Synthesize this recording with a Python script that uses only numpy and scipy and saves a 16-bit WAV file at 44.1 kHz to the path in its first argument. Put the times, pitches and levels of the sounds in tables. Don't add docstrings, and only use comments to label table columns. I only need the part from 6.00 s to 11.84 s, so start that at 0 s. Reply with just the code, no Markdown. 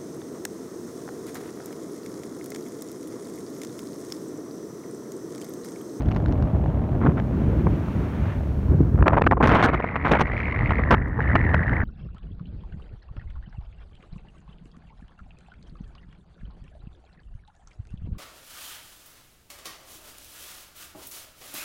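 import sys
import numpy as np
from scipy import signal
from scipy.fft import rfft, irfft
from scipy.io import wavfile
from scipy.ndimage import uniform_filter1d, minimum_filter1d

SR = 44100
rng = np.random.default_rng(int(sys.argv[2]) if len(sys.argv) > 2 else 0)


def int16_out(signal):
    q = np.round(np.clip(np.atleast_2d(signal).T, -1, 1) * 32767)
    wavfile.write(sys.argv[1], SR, q.astype(np.int16))


N = 257544
TIME = np.arange(N) / SR
FREQS = np.fft.rfftfreq(N, 1 / SR)

# time in seconds, level in dB.
AIR_LEVELS = [(0.0, -67.5), (0.8, -69.5), (2.0, -61.5), (2.98, -67.5), (3.25, -86), (4.1, -94), (4.85, -85),
              (5.4, -81.5), (5.84, -78)]
# start in seconds, level in dB.
TICKS = [(0.021, -36), (0.116, -32), (0.148, -37), (0.163, -30), (0.26, -29.5), (0.324, -33), (0.425, -35)]
# time in seconds, level in dB.
GLIDER_LEVELS = [(1.25, -52), (1.4, -45), (1.7, -45.5), (2.19, -43), (2.31, -39.5), (2.41, -50),
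                 (2.7, -52.5)]
# time in seconds, rumble (large eddies) in dB, body (smaller ones) in dB.
WIND_LEVELS = [(0.0, -25, -30.5), (0.28, -22.5, -27), (0.85, -22, -26.5), (1.22, -28.5, -26.5),
               (1.45, -23, -23.5), (1.7, -24, -25.5), (2.05, -26.5, -27), (2.45, -24, -33),
               (2.8, -19.5, -26), (3.15, -21.5, -27.5), (3.5, -22.5, -28), (3.9, -32, -34),
               (4.45, -27, -33.5), (4.75, -21.5, -28.5), (5.1, -27.5, -35), (5.4, -21.5, -28),
               (5.84, -22.5, -31.5)]
# middle in seconds, length in seconds, extra rumble in dB, extra body in dB.
GUSTS = [(1.073, 0.12, 1, 7.5), (1.675, 0.029, 3, 5), (2.737, 0.055, 5, 10), (2.807, 0.021, 7, 14.5),
         (2.946, 0.01, 7, 10), (3.017, 0.042, 12, 8), (3.439, 0.037, 4, 8.5), (4.121, 0.033, 11, 15),
         (4.219, 0.027, 9, 15), (4.932, 0.028, 11, 14.5), (5.356, 0.03, 0.5, 6), (5.557, 0.047, 5, 6.5)]
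# time in seconds, level in dB.
FLUTTER_LEVELS = [(0.0, -40.5), (0.4, -35.5), (0.75, -36), (1.3, -41), (2.3, -42), (2.95, -46),
                  (3.35, -47.5), (3.7, -35.5), (4.3, -37.5), (5.84, -39)]
# time in seconds, share from 0 to 1.
FACING = [(0, 0), (2.6, 0.1), (3.1, 0.76), (5.84, 0.85)]
# start in seconds, length in seconds, level in dB,
# hardness in dB (more means more treble).
PUFFS = [(1.024, 0.0046, -32.5, -43), (1.036, 0.021, -27.5, -53), (1.062, 0.011, -20, -50.5),
         (1.171, 0.022, -32.5, -41), (1.198, 0.004, -27, -33), (1.668, 0.0041, -21, -55),
         (3.025, 0.0041, -16.5, -41), (3.063, 0.01, -15, -54), (3.08, 0.0036, -6, -31),
         (3.131, 0.017, -18.5, -49), (3.17, 0.017, -15.5, -50), (3.219, 0.0045, -12.5, -41),
         (3.239, 0.0064, -25, -37), (3.265, 0.01, -8, -41), (3.312, 0.0036, -12, -42.5),
         (3.321, 0.014, -15, -54), (3.369, 0.012, -23.5, -66), (3.402, 0.019, -17, -58),
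         (3.427, 0.039, -16, -31.5), (3.473, 0.011, -18, -18.5), (3.489, 0.13, -18, -32.5),
         (3.625, 0.038, -16.5, -20.5), (3.665, 0.039, -22, -41), (3.73, 0.023, -21, -40.5),
         (3.799, 0.0047, -21.5, -42), (3.842, 0.0054, -19.5, -46), (3.957, 0.01, -21.5, -39),
         (4.047, 0.026, -20, -39), (4.078, 0.039, -25.5, -29), (4.113, 0.016, -17.5, -21.5),
         (4.129, 0.048, -19.5, -39.5), (4.189, 0.014, -21, -29), (4.205, 0.022, -18.5, -20.5),
         (4.706, 0.018, -22.5, -37.5), (4.79, 0.0086, -24, -47), (4.908, 0.0068, 7, -25.5),
         (4.914, 0.035, -15.5, -34.5), (5.19, 0.0091, -24.5, -62), (5.351, 0.014, -14.5, -40),
         (5.542, 0.005, -14, -30.5)]
# start in seconds, length in seconds, level in dB, hardness in dB.
FLURRIES = [(1.002, 0.12, -33, -42), (2.968, 0.08, -29.5, -56.5), (3.051, 0.17, -22.5, -52)]
# time in seconds, level in dB, pitch in Hz.
WHISTLE_CURVE = [(3.65, -38, 2147), (4.2, -38, 1989), (4.36, -34, 2155), (4.8, -33.5, 1963),
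                 (4.98, -36.5, 1820), (5.13, -45.5, 1842), (5.21, -31, 1855), (5.5, -31.5, 1887),
                 (5.84, -32, 1794)]
# time in seconds, push (1 is a usual push).
JOLTS = [(4.59, 2), (4.66, 3.0), (4.757, 3.3), (4.838, 3.4), (5.023, 3.0), (5.206, 3.2), (5.696, 3.6)]

# frequency in Hz, level in dB.
AIR_COLOUR = [(1000, -2.5), (3000, 8.5), (6000, 4.5), (7500, 2), (9000, -1), (13000, -1.5), (16000, -4.5)]
TICK_COLOUR = [(100, -12), (400, -4), (900, 10.5), (2500, -3.5), (4000, -12.5), (6500, -22.5), (9000, -44),
               (15000, -44)]
GLIDER_COLOUR = [(300, -20), (900, 6.5), (1600, 1), (2500, -5), (3500, -15), (5000, -29), (6500, -29.5),
                 (9000, -46), (16000, -60.5)]
RUMBLE_COLOUR = [(12, -34.5), (25, -21.5), (40, -10.5), (60, 2), (105, -3.5), (150, -13.5), (300, -34.5),
                 (700, -84.5)]
BODY_COLOUR = [(60, -24), (130, 1.5), (190, -2.5), (290, -6), (420, -14), (700, -30), (1500, -40),
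               (4000, -80.5)]
SHELTERED_COLOUR = [(200, -16.5), (450, -2), (620, 4), (850, -4), (1200, -12), (2000, -22.5), (3200, -32),
                    (5000, -49.5), (9000, -64), (16000, -72)]
FACING_COLOUR = [(200, -19), (450, 3.5), (650, 1), (1000, 2.5), (1500, 0.5), (2200, -12), (3200, -38.5),
                 (5000, -54), (9000, -68), (16000, -68)]
PUFF_COLOUR = [(60, -10), (200, 3), (350, 0.5), (550, 0.5), (780, -0.5), (1030, 1), (1500, -3), (2200, -10),
               (3000, -18.5), (4200, -30.5), (6000, -41), (9000, -51.5), (15000, -67)]
SPILL_COLOUR = [(700, -7), (1500, -16), (2600, 10.5), (3300, -2.5), (4300, -9.5), (6300, -24.5),
                (8000, -30.5), (14000, -49)]
# centre in Hz, width in Hz, change in dB.
PORT_DIPS = [(4950, 240, -4), (7600, 670, -3.5), (10400, 400, -4)]

USUAL_WHISTLE_DB, USUAL_WHISTLE_HZ = -34, 2010


def gain_of(db):
    return 10 ** (np.asarray(db) / 20)


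def evened(x):
    return x / np.sqrt(np.mean(x ** 2) + 1e-20)


def read_colour(points, hz):
    point_hz, values = np.transpose(points)
    return np.interp(np.log(hz + 1), np.log(point_hz + 1), values)


def follow(rows, column=1):
    rows = np.asarray(rows)
    return np.interp(TIME, rows[:, 0], rows[:, column])


def during(rows, fade_s):
    return np.clip(1 + np.minimum(TIME - rows[0][0], rows[-1][0] - TIME) / fade_s, 0, 1)


def coloured(x, colour):
    return evened(irfft(rfft(x) * gain_of(read_colour(colour, FREQS)), N))


def wander(hz):
    return evened(irfft(rfft(rng.standard_normal(N)) / (1 + (FREQS / hz) ** 4), N))


def steadied(x, span_s):
    window = signal.windows.hann(max(int(span_s * SR), 9))
    power = signal.fftconvolve(x ** 2, window / window.sum(), "same")
    return x / np.sqrt(np.abs(power) + 1e-6)


def add(mix, start_s, sound):
    part = mix[max(round(start_s * SR), 0):][:len(sound)]
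    part += sound[:len(part)]


def air(level_db=2):
    return gain_of(follow(AIR_LEVELS) + level_db) * coloured(rng.standard_normal(N), AIR_COLOUR)


def ticks(decay_s=0.0012, faint_per_s=130, thinning_s=0.1, faint_db=-39.5, size=512):
    out, t = np.zeros(N), np.arange(size) / SR
    faint = rng.random(N) < faint_per_s / SR * np.exp(-TIME / thinning_s)
    levels_db = faint_db + 2 * rng.standard_normal(N)
    for start, db in list(TICKS) + list(zip(TIME[faint], levels_db[faint])):
        tick = evened(rng.standard_normal(size) * np.exp(-t / decay_s))
        add(out, start, gain_of(db) * tick)
    return irfft(rfft(out) * gain_of(read_colour(TICK_COLOUR, FREQS)), N)


def glider(level_db=-1, waver_db=0.5):
    rush = coloured(rng.standard_normal(N), GLIDER_COLOUR)
    loudness = gain_of(follow(GLIDER_LEVELS) + level_db + waver_db * wander(25))
    return loudness * during(GLIDER_LEVELS, fade_s=0.41) * rush


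def eddies(colour, span_s):
    return steadied(coloured(rng.standard_normal(N), colour), span_s)


def gusts(column):
    return sum(gust[column] * np.exp(-np.minimum(((TIME - gust[0]) / (0.5 * gust[1])) ** 2, 30))
               for gust in GUSTS)


def buffeting(pressure, rumble_db=-0.73, body_db=0.39):
    swell = wander(14)
    rumble_gain = gain_of(follow(WIND_LEVELS) + gusts(column=2) + rumble_db + 2.5 * swell)
    body_gain = gain_of(follow(WIND_LEVELS, column=2) + gusts(column=3) + body_db + 1.5 * swell)
    return rumble_gain * pressure + body_gain * eddies(BODY_COLOUR, span_s=0.18)


def draught():
    return follow(WHISTLE_CURVE) - USUAL_WHISTLE_DB


def flutter(pressure, level_db=-0.5, throb_db=2.5, grain_db=3.0):
    facing = np.clip(follow(FACING), 0, 1)
    swing_db = throb_db * pressure + (grain_db + 0.5 * facing) * wander(160)
    flow = rng.standard_normal(N) * gain_of(swing_db)
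    sound = (1 - facing) * coloured(flow, SHELTERED_COLOUR) + facing * coloured(flow, FACING_COLOUR)
    draught_db = (3.0 + 0.71 * draught()) * during(WHISTLE_CURVE, fade_s=0.1)
    return gain_of(follow(FLUTTER_LEVELS) + level_db + draught_db) * steadied(sound, span_s=0.45)


def flurries(puffs_per_s=85, puff_s=0.005, spread_db=2):
    rows = []
    for start, length, db, hardness_db in FLURRIES:
        chance = rng.random(size=(64, 2))
        for step, (place, strength) in enumerate(chance[:int(length * puffs_per_s)]):
            puff_db = db + spread_db * (2 * strength - 1)
            rows.append((start + (step + place) / puffs_per_s, puff_s, puff_db, hardness_db))
    return rows


def puffs(level_db=0.5, grain_db=3, crackle_db=5, impact_db=1.5, soft_db=-38, plain_treble_db=-32):
    size, lead_s, ramp_s, impact_s = 8192, 0.01, 0.0011, 0.006
    out, hz, t = np.zeros(N), np.fft.rfftfreq(size, 1 / SR), np.arange(size) / SR
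    treble_share = np.clip(read_colour([(2400, 0.11), (5500, 1)], hz), 0, 1)
    bite_shape = read_colour([(220, -0.38), (900, -0.31), (2600, 0.59), (5500, -0.23)], hz)
    landing_db = impact_db * np.exp(-np.maximum(t - lead_s, 0) / impact_s)
    for start, length, db, hardness_db in list(PUFFS) + flurries():
        flow, lumps = rng.standard_normal((2, size))
        lumps = uniform_filter1d(uniform_filter1d(lumps, size=90), size=60)
        lumps = np.clip(evened(lumps), -2, 2)
        gate = np.clip(np.minimum(t - lead_s, lead_s + length - t) / ramp_s + 0.5, 0, 1)
        flow = flow * gate * gain_of(grain_db * lumps + landing_db)
        crackle = evened(flow * gain_of(crackle_db * lumps))
        spectrum = (1 - treble_share) * rfft(evened(flow)) + treble_share * rfft(crackle)
        bite_db = -0.36 + 0.87 * min(hardness_db - soft_db, 0)
        treble_db = (hardness_db - plain_treble_db) * treble_share
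        colour_db = read_colour(PUFF_COLOUR, hz) + bite_db * bite_shape + treble_db
        burst = evened(irfft(spectrum * gain_of(colour_db))) * np.sqrt(length * SR / size)
        add(out, start - lead_s, gain_of(db + level_db) * burst)
    return out


def wind_push(pressure, lesser_per_s=5, lesser_push=2.4, jolt_s=0.0013):
    push = 0.95 * np.clip(steadied(pressure + 0.95 * wander(139.2), span_s=0.17), -2, 2)
    random_times = TIME[rng.random(N) < lesser_per_s / SR]
    lesser = [(when, lesser_push) for when in random_times if when > WHISTLE_CURVE[0][0]]
    for when, strength in lesser + list(JOLTS):
        push += (strength - push) * np.exp(-np.minimum(((TIME - when) / jolt_s) ** 2, 20))
    return push


def whistle(pressure, level_db=1, bend=0.073, jitter=0.0457, lag_s=0.004, throb_db=6, spill_db=-53.5):
    push = wind_push(pressure)
    late_push = np.interp(TIME - lag_s, TIME, push)
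    pitch = follow(WHISTLE_CURVE, column=2)
    hz = pitch * (1 + bend * late_push + jitter * wander(399))
    tone = np.sin(2 * np.pi * np.cumsum(hz) / SR) * gain_of(throb_db * push + 3.3 * wander(220))
    tone = gain_of(follow(WHISTLE_CURVE) + level_db) * steadied(tone, span_s=0.1)
    hiss = coloured(rng.standard_normal(N) * gain_of(5.5 * push + 2 * wander(250)), SPILL_COLOUR)
    hiss_db = spill_db + 1.4 * draught() + 0.04 * (pitch - USUAL_WHISTLE_HZ)
    return (tone + gain_of(hiss_db) * hiss) * during(WHISTLE_CURVE, fade_s=0.069)


def scene():
    pressure = eddies(RUMBLE_COLOUR, span_s=0.16)
    wind = buffeting(pressure) + flutter(pressure) + whistle(pressure)
    return (wind + glider() + air() + puffs() + ticks())[None]


def record(dry, ceiling=0.64, top_hz=15850):
    allowed_gain = np.minimum(1, ceiling / (np.abs(dry[0]) + 1e-9))
    held_gain = minimum_filter1d(allowed_gain, size=161)
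    smooth_gain = uniform_filter1d(uniform_filter1d(held_gain, size=81), size=81)
    limited = dry[0] * smooth_gain * signal.windows.tukey(N, 0.001)
    hz = np.fft.rfftfreq(1024, 1 / SR)
    dips_db = sum(db * np.exp(-((hz - centre) / width) ** 2) for centre, width, db in PORT_DIPS)
    heard = signal.oaconvolve(limited, signal.firwin2(511, hz, gain_of(dips_db), fs=SR), "same")
    treble_cut = signal.firwin(511, top_hz, window=("kaiser", 9), fs=SR)
    return signal.oaconvolve(heard, treble_cut, "same")[None]


dry = scene()
out = record(dry)
int16_out(out)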